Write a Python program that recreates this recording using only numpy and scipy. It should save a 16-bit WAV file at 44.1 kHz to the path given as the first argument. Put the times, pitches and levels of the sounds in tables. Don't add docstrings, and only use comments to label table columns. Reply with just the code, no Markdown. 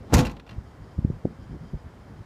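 import sys
import numpy as np
from scipy import signal
from scipy.fft import rfft, irfft
from scipy.io import wavfile
from scipy.ndimage import uniform_filter1d

SR = 44100
rng = np.random.default_rng(int(sys.argv[2]) if len(sys.argv) > 2 else 0)


def magnitude_from_level(level_db):
    exponent = np.asarray(level_db, float) / 20
    return 10 ** exponent


def unload_wav(signal):
    wavfile.write(
        sys.argv[1],
        SR,
        np.round(np.clip(np.atleast_2d(signal).T, -1, 1) * 32767).astype(np.int16),
    )


N = 99225

# (time [s], thump level [dB], crack level [dB], crack t60 [s], steel share [0-1])
GATE_BLOWS = [(0.1263, -11.5, -40, .05, .1), (.1345, -10, -24.5, 0.062, 0.84),
              (0.139, -18.5, -17, 0.033, 0.94), (.1425, -25, -18.5, .05, 0.99), (.151, -14, -31, 0.087, .6),
              (0.167, -17, -28.5, 0.14, 0.47), (.181, -9, -23.5, 0.085, 0.47),
              (.189, -12, -20.5, 0.044, 0.21), (.197, -13.5, -32, 0.092, 0.77),
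              (.207, -15, -33, 0.033, 0.6), (0.227, -31, -51, .12, 0.5), (0.25, -28, -32, 0.09, 0.26),
              (0.2676, -26, -33.5, 0.052, 0.04), (0.277, -24, -45, 0.034, 0), (.295, -39, -42, 0.077, 0),
              (0.313, -35, -44, 0.053, 0.53), (0.319, -46, -59, 0.026, 0.3),
              (.258, -22.5, -43, 0.073, 0.56)]
# (time [s], level [dB], t60 [s])
TRIM_TICKS = [
    (.352, -72, 0.055),
    (0.3662, -43.5, 0.038),
    (0.3968, -43, 0.037),
    (0.465, -47, 0.037),
    (0.475, -49, 0.022),
    (0.491, -42, 0.064),
    (0.508, -46, 0.063),
    (0.528, -56, 0.065),
    (.548, -62, .06),
]
# (frequency [Hz], level [dB])
STEEL_SPECTRUM = [(180, -44), (300, -12), (484, -18.5), (2480, -15.5), (2980, -22.5), (7020, -12.5),
                  (8280, -23.5), (11500, -21), (15500, -32.5)]
# (frequency [Hz], level [dB])
TRIM_SPECTRUM = [(180, -31), (300, -11), (835, -8), (2170, -15), (2480, -10.5), (3690, -16.5),
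                 (4350, -16.5), (13600, -36), (15500, -34)]
# (frequency [Hz], bandwidth [Hz], level [dB])
TRIM_MODES = [
    (1994, 20, -13.5),
    (2776, 32, -11.5),
    (4310, 360, -16.5),
    (5650, 180, -18),
]


def latch_and_trim():
    roughness = rng.standard_normal((2, N))
    roughness *= magnitude_from_level(14.835 * uniform_filter1d(rng.standard_normal(N), 30))
    modes = sum(magnitude_from_level(db) * evened(resonate(roughness[1], hz, width)) for hz, width, db in TRIM_MODES)
    steel = split(shaped(roughness[0], STEEL_SPECTRUM))
    trim = split(shaped(roughness[1], TRIM_SPECTRUM) + modes)
    out = np.zeros(N)
    for s, _, crack_db, t60, share in GATE_BLOWS:
        material = trim + np.clip(share, 0, 1) * (steel - trim)
        out += burst(s, crack_db, t60, material)
    tick_noise = trim * magnitude_from_level(np.array([[0], [-5]]))
    for s, db, t60 in TRIM_TICKS:
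        out += burst(s, db, t60, tick_noise)
    return out


def burst(s, db, t60, noise):
    rise_s, treble_share = 0.0014, 0.69
    t = np.maximum(np.arange(N) / SR - s, 0)
    low = magnitude_from_level(-60 * t / t60) * noise[0]
    high = magnitude_from_level(-60 * t / t60 / treble_share) * noise[1]
    return np.minimum(t / rise_s, 1) * magnitude_from_level(db) * (low + high)


def split(x):
    low = signal.filtfilt(*signal.butter(2, 4500, fs=SR), x)
    return np.array([low, x - low])


# (frequency [Hz], level [dB], t60 [s])
BODY_MODES = [(58, -2.5, 0.37), (90, -6, 0.09), (160, -5.5, 0.13), (200, -9, 0.12), (270, -6.5, 0.14),
              (330, -20, 0.17), (450, -12, 0.17), (498.3, -13.5, 0.19), (580, -26, .1), (694, -15, 0.18),
              (849, -18.5, 0.32), (1044, -13, 0.19), (1184, -22, 0.082), (1344, -13, 0.063)]


def body_ring(shake):
    push = np.zeros(N)
    for s, thump_db, *_ in GATE_BLOWS:
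        push[round(s * SR)] += magnitude_from_level(thump_db)
    shell_db = -26.5
    push += magnitude_from_level(shell_db) * shake * rng.standard_normal(N)
    t = np.arange(SR // 2) / SR
    ring = sum(magnitude_from_level(db - 9 - 60 * t / t60) * np.sin(2 * np.pi * hz * t) for hz, db, t60 in BODY_MODES)
    return signal.fftconvolve(push, ring)[:N]


# (time [s], level [dB])
SHAKE_ENVELOPE = [
    (.07, -52.5),
    (0.119, -32.5),
    (.135, -14.5),
    (0.198, -15.5),
    (.24, -25.5),
    (.3, -37.5),
    (.4, -46.5),
    (.55, -55),
]


def shake_envelope():
    s, db = np.transpose(SHAKE_ENVELOPE)
    return magnitude_from_level(np.interp(np.arange(N) / SR, s, db, left=-120, right=-90))


# (frequency [Hz], level [dB])
SHAKE_SPECTRUM = [(30, 3), (92, 0), (230, 0), (480, -16), (900, -15.5), (1630, -29), (4000, -35.5),
                  (12000, -54)]


def shudder(shake):
    return shake * shaped(rng.standard_normal(N), SHAKE_SPECTRUM)


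def cabin_boom():
    start_s, length_s, first_hz, last_hz, level_db = .139, .062, 49, 160, -9.5
    u = np.clip((np.arange(N) / SR - start_s) / length_s, 0, 1)
    hz = (u > 0) * first_hz * (last_hz / first_hz) ** u
    swell = np.sin(np.pi * u ** .8) ** 0.73
    return -magnitude_from_level(level_db) * swell * np.sin(2 * np.pi * np.cumsum(hz) / SR)


def gate():
    shake = shake_envelope()
    seal_smack = pop(.1353, -5, 450)
    return latch_and_trim() + body_ring(shake) + shudder(shake) + cabin_boom() + seal_smack


def pop(s, db, hz, way=1, swing=0.1):
    u = (np.arange(N) / SR - s) * hz * 2 * np.pi
    even = (1 - swing) * (1 - 0.18 * u ** 2)
    odd = swing * 1.59 * u
    return np.sign(way) * magnitude_from_level(db) * (even - odd) / (1 + 0.21 * u ** 2) ** 2.72


# (time [s], level [dB], pitch [Hz], push +1 or pull -1, swing [0-1])
WIND_POPS = [(0.5847, -18.5, 68.6, 1, 0.05), (0.983, -23.5, 151, 1, .3), (.987, -24.5, 250, 1, 0.45),
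             (0.9914, -10.5, 108, -1, 0.68), (1.0501, -4.5, 139, 1, 0.56), (1.1022, -17.5, 208, 1, 0.84),
             (1.1068, -17.5, 129, 1, 0), (1.2506, -16.5, 152, 1, 0.14), (1.2547, -10.5, 301, -1, 0.97),
             (1.259, -19.5, 251, 1, 0), (1.7371, -19.5, 158, 1, 0.47), (1.733, -29, 200, -1, 0.03),
             (1.7425, -24.5, 300, 1, 0.45), (1.746, -22.5, 81, -1, 0.1), (1.756, -24.5, 108, 1, 0.35)]
# (start [s], length [s], level [dB], pitch [Hz])
WIND_FLUTTERS = [(0, 0.035, -38, 90), (.51, 0.14, -37.5, 113), (.78, 0.069, -41, 118),
                 (.965, 0.21, -33, 115.5), (1.13, 0.054, -41, 108), (1.254, 0.027, -31, 220),
                 (1.27, 0.068, -38, 173), (1.36, 0.13, -40, 101), (1.49, 0.093, -34.5, 160),
                 (1.6, 0.075, -41, 130), (1.725, .055, -31.5, 90), (1.84, 0.037, -40, 109),
                 (1.98, 0.048, -45.5, 102), (2.09, 0.095, -43, 130), (2.18, 0.051, -41, 127),
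                 (.001, 0.093, -45.5, 330), (1.526, 0.042, -40, 251), (1.632, 0.032, -45.5, 250),
                 (1.299, 0.018, -40, 263)]


def wind():
    out = sum(pop(*row) for row in WIND_POPS)
    eddies = rng.standard_normal((len(WIND_FLUTTERS), SR // 4))
    for (s, length, db, hz), eddy in zip(WIND_FLUTTERS, eddies):
        sparse = eddy ** 3
        lumps = evened(resonate(resonate(sparse, hz, .9 * hz), 1.24 * hz, 7.2 * hz))
        u = np.clip(np.arange(len(eddy)) / SR / length, 0, 1)
        add(out, s, magnitude_from_level(db) * np.sin(np.pi * u ** 0.79) ** 0.45 * lumps)
    foam_hz = 840
    return signal.sosfiltfilt(signal.butter(5, foam_hz, fs=SR, output="sos"), out)


# (frequency [Hz], level [dB])
LOT_SPECTRUM = [(25, -11), (64, 2), (300, -12.5), (1000, -19.5), (2000, -27.5), (2600, -35), (5300, -40.5),
                (15500, -55)]
# (frequency [Hz], bandwidth [Hz], level [dB])
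FAR_BANDS = [
    (3145, 130, -1.5),
    (4970, 980, 0),
    (6910, 84, -10),
]


def lot():
    wash_db, bands_db = -46.5, -76.5
    z = signal.stft(shaped(rng.standard_normal(N), LOT_SPECTRUM), nperseg=1024, noverlap=768)[2]
    patches = uniform_filter1d(rng.standard_normal(z.shape), 12, 0)
    patches = evened(uniform_filter1d(patches, 12, 1))
    wash = evened(signal.istft(z * magnitude_from_level(0.54 * patches), nperseg=1024, noverlap=768)[1][:N])
    drift = evened(uniform_filter1d(rng.standard_normal(N), 2500))
    hiss = rng.standard_normal(N) * magnitude_from_level(3.2 * drift)
    bands = sum(magnitude_from_level(bands_db + db) * evened(resonate(resonate(hiss, hz, width), hz, width))
                for hz, width, db in FAR_BANDS)
    return (magnitude_from_level(wash_db) * wash + bands) * duck_gain()


def duck_gain():
    duck_db, hold_s, back_s = -9, 0.47, 0.039
    t = np.arange(N) / SR
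    ducked = (t > GATE_BLOWS[1][0]) / (1 + np.exp((t - hold_s) / (back_s / 4)))
    return magnitude_from_level(duck_db * ducked)


def evened(x):
    return x / np.sqrt(np.mean(x ** 2) + 1e-20)


def shaped(x, points):
    f, db = np.transpose(points)
    hz = np.fft.rfftfreq(len(x), 1 / SR)
    gain = magnitude_from_level(np.interp(np.log(hz + 1), np.log(f), db, left=-60))
    return evened(irfft(rfft(x) * gain, len(x)))


def resonate(x, hz, width):
    r = np.exp(-np.pi * width / SR)
    return signal.lfilter([1 - r], [1, -2 * r * np.cos(2 * np.pi * hz / SR), r * r], x)


def add(mix, s, sound):
    part = mix[round(s * SR):][:len(sound)]
    part += sound[:len(part)]


def scene():
    return (gate() + wind() + lot())[None]


def top_cut(x):
    return signal.sosfilt(signal.butter(12, 15960, fs=SR, output="sos"), x)


def record(dry):
    ceiling, edge_hz = .95, 15450
    cut = signal.sosfiltfilt(signal.butter(2, 38, "high", fs=SR, output="sos"), dry)
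    overloaded = ceiling * np.tanh(cut / ceiling)
    edge = signal.firwin(255, edge_hz, window=("kaiser", 9), fs=SR)[None]
    mix = signal.oaconvolve(overloaded, edge, "same")
    return top_cut(mix)


dry = scene()
out = record(dry)
unload_wav(out)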